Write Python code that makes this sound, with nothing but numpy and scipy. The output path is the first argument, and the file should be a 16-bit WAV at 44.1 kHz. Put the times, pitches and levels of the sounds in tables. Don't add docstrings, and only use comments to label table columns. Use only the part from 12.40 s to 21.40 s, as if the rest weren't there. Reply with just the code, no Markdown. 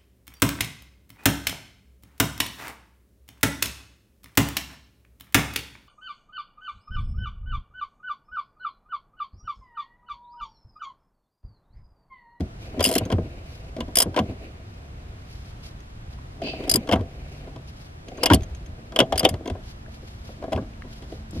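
import sys
import numpy as np
from scipy import signal
from scipy.fft import rfft, irfft, next_fast_len
from scipy.io import wavfile
from scipy.ndimage import map_coordinates

SR = 44100
rng = np.random.default_rng(int(sys.argv[2]) if len(sys.argv) > 2 else 0)


def store_pcm(level_fs):
    pcm = np.round(np.clip(level_fs, -1, 1) * 32767).astype(np.int16)
    wavfile.write(sys.argv[1], SR, np.atleast_2d(pcm).T)


N = 396900


def amp(db):
    return 10 ** (np.asarray(db) / 20)


def unit(x):
    return x / np.sqrt(np.mean(x ** 2) + 1e-20)


def along(points, hz):
    f, db = np.transpose(points)
    return np.interp(np.log(hz + 1), np.log(f + 1), db)


def curves(rows):
    s, *columns = np.transpose(rows)
    return [np.interp(np.arange(N) / SR, s, column, -120, -120) for column in columns]


def fader(gestures):
    return sum(amp(curves(rows)[0]) for rows in gestures)


def wobble(rate):
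    return map_coordinates(rng.standard_normal(int(N * rate / SR) + 4), [np.arange(N) * rate / SR])


def filtered(x, response):
    size = next_fast_len(x.shape[-1] + min(x.shape[-1], SR) // 2)
    return irfft(rfft(x, size) * response(np.fft.rfftfreq(size, 1 / SR)), size)[..., :x.shape[-1]]


def modes(table, scatter_db=0, count=1, pitch=1):
    gains = amp(scatter_db * rng.standard_normal((count, len(table))))
    pitch = np.reshape(pitch, (-1, 1))
    return lambda f: sum((-1) ** k * gains[:, k, None] * amp(db) * 1j * f * width
                         / ((hz * pitch) ** 2 - f * f + 1j * f * width)
                         for k, (hz, width, db) in enumerate(table))


def friction(colour, depth_db, rate):
    grains = rng.standard_normal((2, N)) * amp(depth_db * wobble(rate))
    return unit(filtered(grains, colour))


def blows(s, db, table, rise, t60, broad_db, size=3072, bend=0.86, hardness=1e3,
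          tilt_db=0, pitch=1, strike=0, swell=1):
    t = np.arange(size) / SR
    decay = amp(-60 * (t / np.reshape(t60, (-1, 1))) ** bend)
    envelope = (1 - np.exp(-t / rise)) ** swell * decay
    ring = modes(table, scatter_db=2.0, count=len(s), pitch=pitch)
    low, high = table[0][0] * 0.79, table[-1][0] * 1.02

    def body(f):
        band = 1j * f / (low + 1j * f) * high / (high + 1j * f)
        faint_modes = amp(np.reshape(broad_db, (-1, 1))) * band ** 3
        contact = (1 + 1j * f / (hardness * high)) ** -4.0
        tilt = amp(np.reshape(tilt_db, (-1, 1)) * np.log2(np.clip(f, low, high) / low))
        return (ring(f) + faint_modes) * contact * tilt

    rattle = rng.standard_normal((len(s), 2, size)).swapaxes(0, 1) * envelope
    impulse = (t == 0) * strike * np.linalg.norm(envelope, axis=-1, keepdims=True)
    hits = filtered(rattle + impulse, body)
    peaks = np.abs(signal.hilbert(hits[0])).max(axis=1)
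    hits = hits * (amp(db) / peaks)[:, None]
    at = (np.round(s * SR).astype(int)[:, None] + np.arange(size)).ravel()
    return np.array([np.bincount(at, channel.ravel(), N + size)[:N] for channel in hits])


# frequency in Hz, side over mid in dB.
WIDTH_EQ = [(100, -36.5), (300, -20), (700, -16.5), (1200, -1), (3000, -4.5), (6000, 0), (10000, 3),
            (15000, 8)]


def widen(mid, echoes, share, lead):
    side = filtered(mid, lambda f: share * np.exp(1j * lead)) + np.sqrt(1 - share ** 2) * echoes
    return np.array([mid, filtered(side, lambda f: amp(along(WIDTH_EQ, f)))])


# frequency in Hz, relative level in dB.
TRAFFIC_EQ = [(8.8, -43.5), (15, -9), (59, 1.5), (126, -6), (201, -14.5), (286, -18.5), (330, -20),
              (512, -27), (610, -26.5), (726, -25.5), (865, -30), (2330, -36), (3120, -38), (11300, -56.5),
              (16000, -63.5)]
AIR_EQ = [(35, -79.5), (60, -48.5), (160, -5), (515, -3.5), (636, -3.5), (882, -3), (1550, -6.5),
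          (6140, -21.5), (11800, -27), (16000, -43.5)]


def traffic_and_air():
    noise = rng.standard_normal((2, N))
    rumble, air = filtered(noise, lambda f: amp([along(TRAFFIC_EQ, f), along(AIR_EQ, f)]))
    return np.array([amp(-39.5 + 0.77 * wobble(4)) * unit(rumble),
                     amp(-51 + 0.6 * wobble(5)) * unit(air)])


# frequency in Hz, bandwidth in Hz, level in dB.
FLOOR_MODES = [(62.5, 14, -2), (89, 18, 4), (126.3, 21, -8.5), (152, 30, -7.5), (224, 110, -8.5)]
# start in seconds, peak in dB, brightness in dB per octave.
FLOOR_THUMPS = [(0.004, -15.5, 3.5), (0.385, -18, 3.5), (0.469, -15, 11), (0.565, -19, 5.5),
                (0.614, -18, -0.5), (0.728, -10.5, -4), (0.784, -14.5, -3.5), (0.847, -25.5, -1.5),
                (1.392, -23, 0.5), (1.664, -17.5, 4), (1.8, -13.5, 9.5), (1.889, -22.5, -3),
                (4.318, -27, 5.5), (4.371, -19.5, 10), (4.521, -13.5, -1), (4.545, -20, 1),
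                (4.588, -16.5, -1), (5.91, -3.5, 1.5), (5.933, -12.5, -5), (5.948, -16, 4),
                (6.009, -19.5, -22), (6.039, -28, -20), (6.101, -26, -13), (6.28, -28, -2), (6.605, -16, 6),
                (6.727, -21, -4.5), (6.836, -16, 2), (6.911, -19.5, -1.5), (7.105, -18.5, -3.5),
                (8.137, -18, 1.5), (8.19, -22.5, 6), (8.932, -27.5, 5), (8.968, -19.5, -4.5)]


def floor_thumps():
    s, db, tilt_db = np.transpose(FLOOR_THUMPS)
    boom = blows(s, db, FLOOR_MODES, rise=0.0079, t60=0.13, broad_db=-12, size=12288,
                 hardness=6.7, tilt_db=tilt_db, strike=0.89)
    return widen(*boom, share=0.7, lead=1.2)


# frequency in Hz, bandwidth in Hz, level in dB.
PANEL_MODES = [(265.5, 64, 2), (392, 72, 0.5), (494.5, 68, -0.5), (655, 58, 0.5), (765, 61, -7.5)]
EDGE_MODES = [(976, 79, -3.5), (1088, 100, -4.5), (1153.6, 33, -9.5), (1643, 82, -12)]
# start in seconds, panel peak in dB, edge over panel in dB,
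# steel clank over panel in dB, panel brightness in dB per octave.
TRIM_KNOCKS = [(0.007, -15.5, -38, -18.5, -12), (0.342, -27, -17, -31, -2.5), (0.374, -21, -29, -37, -4.5),
               (0.394, -14.5, -13, -10, -0.5), (0.406, -12.5, -8, -5.5, 3), (0.4503, -16.5, -10, 6.5, 1.5),
               (0.493, -14, -16, -24, 5), (0.513, -12.5, -16.5, -25, 2), (0.559, -7.5, -19, -14.5, -2.5),
               (0.609, -21.5, -13, -28, 4), (0.66, -20.5, -20, -32.5, -11.5), (0.701, -17.5, -8.5, -9.5, 0),
               (0.7165, -22.5, -16, -4, 2), (0.723, -10.5, -16, -10.5, -3), (0.742, -22.5, -34, -35, -8),
               (0.784, -15.5, -24.5, -36, 0.5), (1.365, -21.5, -19, -13.5, 0), (1.384, -20, -24, -27, -3.5),
               (1.405, -22.5, -5.5, -1, -0.5), (1.481, -26, -17.5, -21, -6.5),
               (1.57, -18.5, -13, -28.5, 7.5), (1.6, -17.5, -5, -26, 11.5), (1.621, -22, 0, -23, 2),
               (1.657, -20, -36, -29.5, -5), (1.743, -35.5, 5, 3, -0.5), (1.763, -11.5, -16, -8.5, 9),
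               (1.773, -13.5, -1.5, -11, 3), (1.789, -9, -13, -7.5, 6.5), (1.912, -28, -23, -23, -13),
               (4.018, -18, -30, -15.5, 5.5), (4.038, -23.5, -22, -18.5, -12), (4.071, -29, -11.5, -10, 23),
               (4.134, -24, -14.5, -29.5, 10), (4.203, -22, -16, -24, -6), (4.238, -27.5, -11, -7.5, -2),
               (4.279, -19, -27, -16.5, 1.5), (4.312, -21.5, -11, -41, 1), (4.348, -12.5, -13, -39, -11.5),
               (4.363, -20, -13, -12, -2), (4.473, -32, -3, -0.5, 6), (4.49, -12, -10, -11, 7),
               (4.513, -11, -26, -6.5, 7.5), (4.523, -15.5, -2, 1, 16), (4.53, -8, -9, -8, 14.5),
               (4.536, -7, -34, -10, -7), (4.558, -15.5, -9.5, -22, 10), (4.594, -35, 1, -11, 4),
               (4.609, -19, -28, -20, -7), (5.073, -32.5, -14, -18, 7), (5.16, -28.5, -12, -13.5, 1.5),
               (5.683, -30.5, -32, -4.5, 0), (5.717, -28, -31, -18, 7), (5.779, -25.5, -10, -30, -1),
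               (5.832, -13, -8, -22, 13), (5.858, -12.5, -7, -31, 3), (5.9, -14.5, 7.5, -3, -3),
               (5.913, -5, -3.5, -16, -6.5), (5.921, -23.5, -17, 2.5, -1), (5.934, -13.5, -10, 6.5, 27),
               (5.939, -4.5, -43, -39, -13), (5.958, -38, -30, 9, -3), (6.007, -46, -21, 6, -3),
               (6.521, -33, -4, -4, 10.5), (6.5604, -18.5, -3, 7.5, 14), (6.589, -7.5, -5.5, 3.5, 9),
               (6.602, -4.5, -10, -3, 8.5), (6.724, -7, -23, -11.5, 9), (6.757, -18, -17, -8, 6),
               (6.806, -19, -15, -9, 12), (6.831, -13, -20, -10, 3), (6.843, -24, -15, 1.5, -7.5),
               (6.8496, -1, -14, -2, 8.5), (6.883, -34.5, -1.5, -19.5, -3.5), (6.94, -20.5, -12, -13, 3),
               (7.007, -25, -37, -38, -3), (7.057, -22, -10, -10, -5), (7.076, -18, -16, -11.5, 0),
               (7.099, -21, -14, -9, 2), (7.152, -24.5, -14.5, -43, 11), (7.48, -37.5, -21, -27, 9),
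               (7.63, -35, -18.5, -25, -3), (7.89, -33, -20, -25, 9), (8.024, -24, -11, -21, 9),
               (8.039, -22, -10.5, -20, 6), (8.08, -21, -42, -41, -1), (8.121, -15.5, -23, -17, 1),
               (8.125, -22, -5, -9, 18), (8.13, -15.5, -24, -7.5, 17), (8.151, -46, -13.5, 3, 4),
               (8.161, -19.5, -12, -13, -10), (8.175, -20, -9, -30, 2), (8.222, -29, -20.5, -25, -4),
               (8.448, -31, -15, -25, -7.5), (8.622, -33.5, -15, -6, -3), (8.722, -24, -28, -16.5, -2.5),
               (8.961, -25.5, -39, -37, -8)]


def trim_knocks():
    s, db, edge_db, _, tilt_db = np.transpose(TRIM_KNOCKS)
    panel = blows(s, db, PANEL_MODES, rise=0.00032, t60=0.12, broad_db=-19.5, size=6144,
                  hardness=2.9, tilt_db=tilt_db, strike=1.1)
    edge = blows(s, db + edge_db, EDGE_MODES, rise=0.00097, t60=0.067, broad_db=-5.5,
                 hardness=4.1, strike=0.15)
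    return widen(*(panel + edge), share=0.7, lead=1.2)


# frequency in Hz, bandwidth in Hz, level in dB.
PAWL_MODES = [(7370, 110, -2), (8200, 150, -1), (8684, 150, 2.5), (9150, 340, 3), (9844, 100, 6.5),
              (11200, 260, 3.5), (11900, 580, -5), (12800, 300, -10)]
HEAD_MODES = [(4910, 78, 0.5)]
COLLAR_MODES = [(5100, 510, -1), (5705, 130, -2.5)]
HANDLE_MODES = [(2128, 81, -11), (2900, 230, -1.5), (3230, 200, -2), (3600, 89, -9.5)]
FIRM_DB = -20.5


def wrench_ring(s, pawl_db, head_db, collar_db, handle_db, decay_s, pawl_pitch=1, head_pitch=1):
    pawl = blows(s, pawl_db, PAWL_MODES, rise=0.0019, t60=0.96 * decay_s, broad_db=4,
                 bend=0.69, pitch=pawl_pitch, swell=1.1)
    head = blows(s, head_db, HEAD_MODES, rise=0.0012, t60=0.95 * decay_s, broad_db=-20.5,
                 bend=0.76, hardness=1.6, strike=0.26, pitch=head_pitch, swell=0.83)
    collar = blows(s, collar_db, COLLAR_MODES, rise=0.001, t60=0.55 * decay_s, broad_db=-17.5,
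                   bend=0.85, hardness=1.6, strike=0.32)
    haze_db = -2.5 - 0.4 * (handle_db - FIRM_DB)
    detune = 1 + 0.012 * rng.standard_normal(len(s))
    handle = blows(s, handle_db, HANDLE_MODES, rise=0.0013, t60=2.1 * decay_s, broad_db=haze_db,
                   bend=0.46, hardness=4, strike=0.2, pitch=detune)
    return widen(*(pawl + head + collar + handle), share=0.68, lead=1.3)


def socket_clanks():
    s, panel_db, _, steel_db, _ = np.transpose(TRIM_KNOCKS)
    db = panel_db + steel_db
    bite_db = 0.1 * (db - FIRM_DB)
    return wrench_ring(s, pawl_db=db - 16.5 + bite_db, head_db=db - 20.5, collar_db=db - 18,
                       handle_db=db, decay_s=0.02)


def trim_creak():
    load_s, settle_s, tail_s = 0.014, 0.023, 0.19
    s, db = np.transpose(TRIM_KNOCKS)[:2, :, None]
    t = np.arange(0, N + 128, 128) / SR
    gap = np.abs(t - s)
    spread = np.exp(-gap / np.where(t < s, load_s, settle_s)) + amp(-35.5) ** 2 * np.exp(-gap / tail_s)
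    power = (amp(db) ** 2 * spread).sum(axis=0)
    strain = np.interp(np.arange(N) / SR, t, np.sqrt(power) ** 0.69)
    gain = amp(-29.5) * strain + amp(-2) * fader(SOCKET_GRINDS) + amp(8.5) * fader(HAND_SLIDES)
    creak = gain * friction(modes(PANEL_MODES), depth_db=1.8, rate=80)
    return widen(*creak, share=0.3, lead=1.2)


# frequency in Hz, bandwidth in Hz, level in dB.
GRIP_MODES = [(2370, 510, 2.5), (3060, 200, -5.5), (3720, 120, -8), (4770, 200, -10)]
# time in seconds, level in dB.
HAND_SLIDES = [
    [(.18, -78), (.22, -59.5), (.38, -56.5), (.42, -42)],
    [(.82, -60), (.95, -60), (1.15, -61.5), (1.3, -61)],
    [(1.82, -66.5), (1.9, -52.5), (1.96, -67.5), (2.04, -51.5), (2.12, -65.5), (2.6, -67), (2.9, -67.5)],
    [(.59, -49), (.66, -57), (.8, -81)],
    [(4.12, -58), (4.2, -50), (4.37, -52), (4.47, -62)],
    [(5.67, -63), (5.75, -59), (5.83, -51)],
    [(4.62, -65), (4.85, -59), (5.1, -63)],
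    [(5.98, -66), (6.2, -72), (6.5, -69)],
]


def hand_slide():
    rub = fader(HAND_SLIDES) * friction(modes(GRIP_MODES), depth_db=2.2, rate=100)
    return rub * amp([[0], [3]])


# centre in seconds, peak in dB, bell-curve width in seconds.
SLEEVE_STROKES = [(0.252, -61.5, 0.035), (1.136, -60, 0.049), (2.937, -62, 0.042), (3.07, -63.5, 0.037),
                  (3.26, -53, 0.022), (3.731, -60, 0.016), (4.954, -59, 0.033), (5.289, -59.5, 0.013),
                  (5.422, -60.5, 0.033), (7.29, -53.5, 0.027), (7.546, -61, 0.022), (7.686, -61.5, 0.043),
                  (7.893, -60, 0.042), (8.545, -60.5, 0.039), (8.727, -62.5, 0.057), (8.975, -56.5, 0.035)]


def sleeve_rustle():
    t = np.arange(N) / SR
    strokes = sum(amp(db) * np.exp(-0.5 * ((t - s) / width) ** 2) for s, db, width in SLEEVE_STROKES)
    fidget = amp(-70 + 2 * wobble(8.5))
    cloth_eq = [(1000, -13.5), (2500, -1.5), (5000, -1), (8000, -14.5), (12000, -11), (14000, -30.5)]
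    hiss = friction(lambda f: amp(along(cloth_eq, f)), depth_db=2.2, rate=90)
    return (strokes + fidget) * hiss * amp([[0], [6]])


# start in seconds, pawl peak in dB.
CLICK_RUNS = [
    [(0.4049, -24), (0.4262, -20), (0.4395, -9), (0.45, -13.5), (0.4586, -13)],
    [(0.4704, -19), (0.4784, -20), (0.4883, -18.5), (0.4955, -26.5), (0.5006, -26), (0.5126, -18),
     (0.5252, -21.5), (0.5379, -19), (0.5521, -14.5), (0.5625, -19), (0.5804, -12.5)],
    [(1.5552, -9), (1.5699, -5), (1.5852, -4.5), (1.602, -4.5), (1.6188, -9.5), (1.6245, -8)],
    [(4.2757, -40), (4.2951, -9), (4.3132, -8.5), (4.3385, -7), (4.357, -8)],
    [(5.8336, -13), (5.8584, -10)],
    [(5.9332, -13.5), (5.9436, -12)],
    [(6.777, -13), (6.7935, -13), (6.8897, -19)],
    [(8.9075, -38.5)],
    [(0.6514, -46.5), (3.4032, -58), (5.684, -56), (5.772, -55), (6.0207, -52.5), (6.032, -48.5),
     (6.1483, -51.5), (6.2602, -55), (6.9114, -61), (7.0743, -48)],
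]
# handle, head and collar levels in dB
RUN_VOICINGS = [(-5.5, -4, -13, 1.002, 1.01), (-6, -15, -8, 1.001, 0.86), (-11, -12.5, -10, 1.003, 1.035),
                (-15, -4.5, -20, .998, 1.001), (-0.5, -5, 0.5, 1, 1.01), (-17, -13, -8, 1, 0.91),
                (-5.5, -5, -27, 1.001, 1.001), (-25, -22, -8, 0.82, 1.001), (12.5, 8, -7, 1.1, 1.3)]


def pawl_clicks():
    clicks = [(s, db, db + head, db + collar, db + handle, pawl_pitch, head_pitch)
              for run, (handle, head, collar, pawl_pitch, head_pitch) in zip(CLICK_RUNS, RUN_VOICINGS)
              for s, db in run]
    s, *part_levels, pawl_pitch, head_pitch = np.transpose(clicks)
    return wrench_ring(s, *part_levels, decay_s=0.025, pawl_pitch=pawl_pitch, head_pitch=head_pitch)


# time in seconds, pitch in Hz, relative level in dB.
ENGINE_GLIDES = [
    [(2.2, 99.25, -54.5), (4.62, 144, -45.5), (6.4, 155.1, -57)],
    [(6.2, 219, -59), (6.54, 222.4, -52.5), (9.0, 219.6, -49)],
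]


def far_engine():
    tone = 0
    for glide in ENGINE_GLIDES:
        hz, db = curves(glide)
        gain = amp(db + 1.5 + 1.3 * wobble(6.4))
        phase = 2 * np.pi * np.cumsum(hz + 3.9 * wobble(12)) / SR
        tone = tone + gain * np.sin(phase)
    return np.array([tone, 0.041 * tone])


# frequency in Hz, bandwidth in Hz, level in dB.
PLASTIC_MODES = [(1730, 280, 6), (2140, 384, -10)]
# start in seconds, peak in dB, pitch as a ratio.
PLASTIC_TICKS = [(3.7878, -40.5, 0.58), (7.4617, -39.5, 1.001), (8.161, -30, 1.45), (8.335, -45, 1.33),
                 (8.4211, -32.5, 1.04)]


def plastic_ticks():
    s, db, pitch = np.transpose(PLASTIC_TICKS)
    ticks = blows(s, db, PLASTIC_MODES, rise=0.0005, t60=0.012, broad_db=-15, size=1024,
                  hardness=2.8, pitch=pitch, strike=0.5)
    return widen(*ticks, share=0.7, lead=1.2)


# frequency in Hz, bandwidth in Hz, level in dB.
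SOCKET_MODES = [(2604, 150, 2), (3100, 200, -4.5), (3560, 120, -7.5), (4130, 170, -7), (4720, 170, -1.5)]
# time in seconds, level in dB.
SOCKET_GRINDS = [
    [(4.01, -79), (4.025, -46), (4.06, -37.5), (4.095, -35), (4.13, -42.5), (4.17, -49), (4.28, -61)],
    [(5.77, -70), (5.81, -51), (5.84, -41)],
]


def socket_grind():
    ring = modes(SOCKET_MODES)
    grit = friction(lambda f: ring(f) / (1 + 1j * f / 6500) ** 2, depth_db=1.6, rate=140)
    return fader(SOCKET_GRINDS) * grit * amp([[0], [3]])


def scene():
    mid, side = (traffic_and_air() + floor_thumps() + trim_knocks() + socket_clanks() + trim_creak()
                 + hand_slide() + sleeve_rustle() + pawl_clicks() + far_engine() + plastic_ticks()
                 + socket_grind())
    return np.array([mid + side, mid - side])


def record(dry):
    clipped = dry / (1 + np.abs(dry / 1.05) ** 8) ** (1 / 8)
    top_eq = [(13500, -1), (15000, -9), (15500, -21.5), (16300, -30)]
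    rolled = filtered(clipped, lambda f: amp(along(top_eq, f)))
    return filtered(rolled, lambda f: f < 16300)


dry = scene()
out = record(dry)
store_pcm(out)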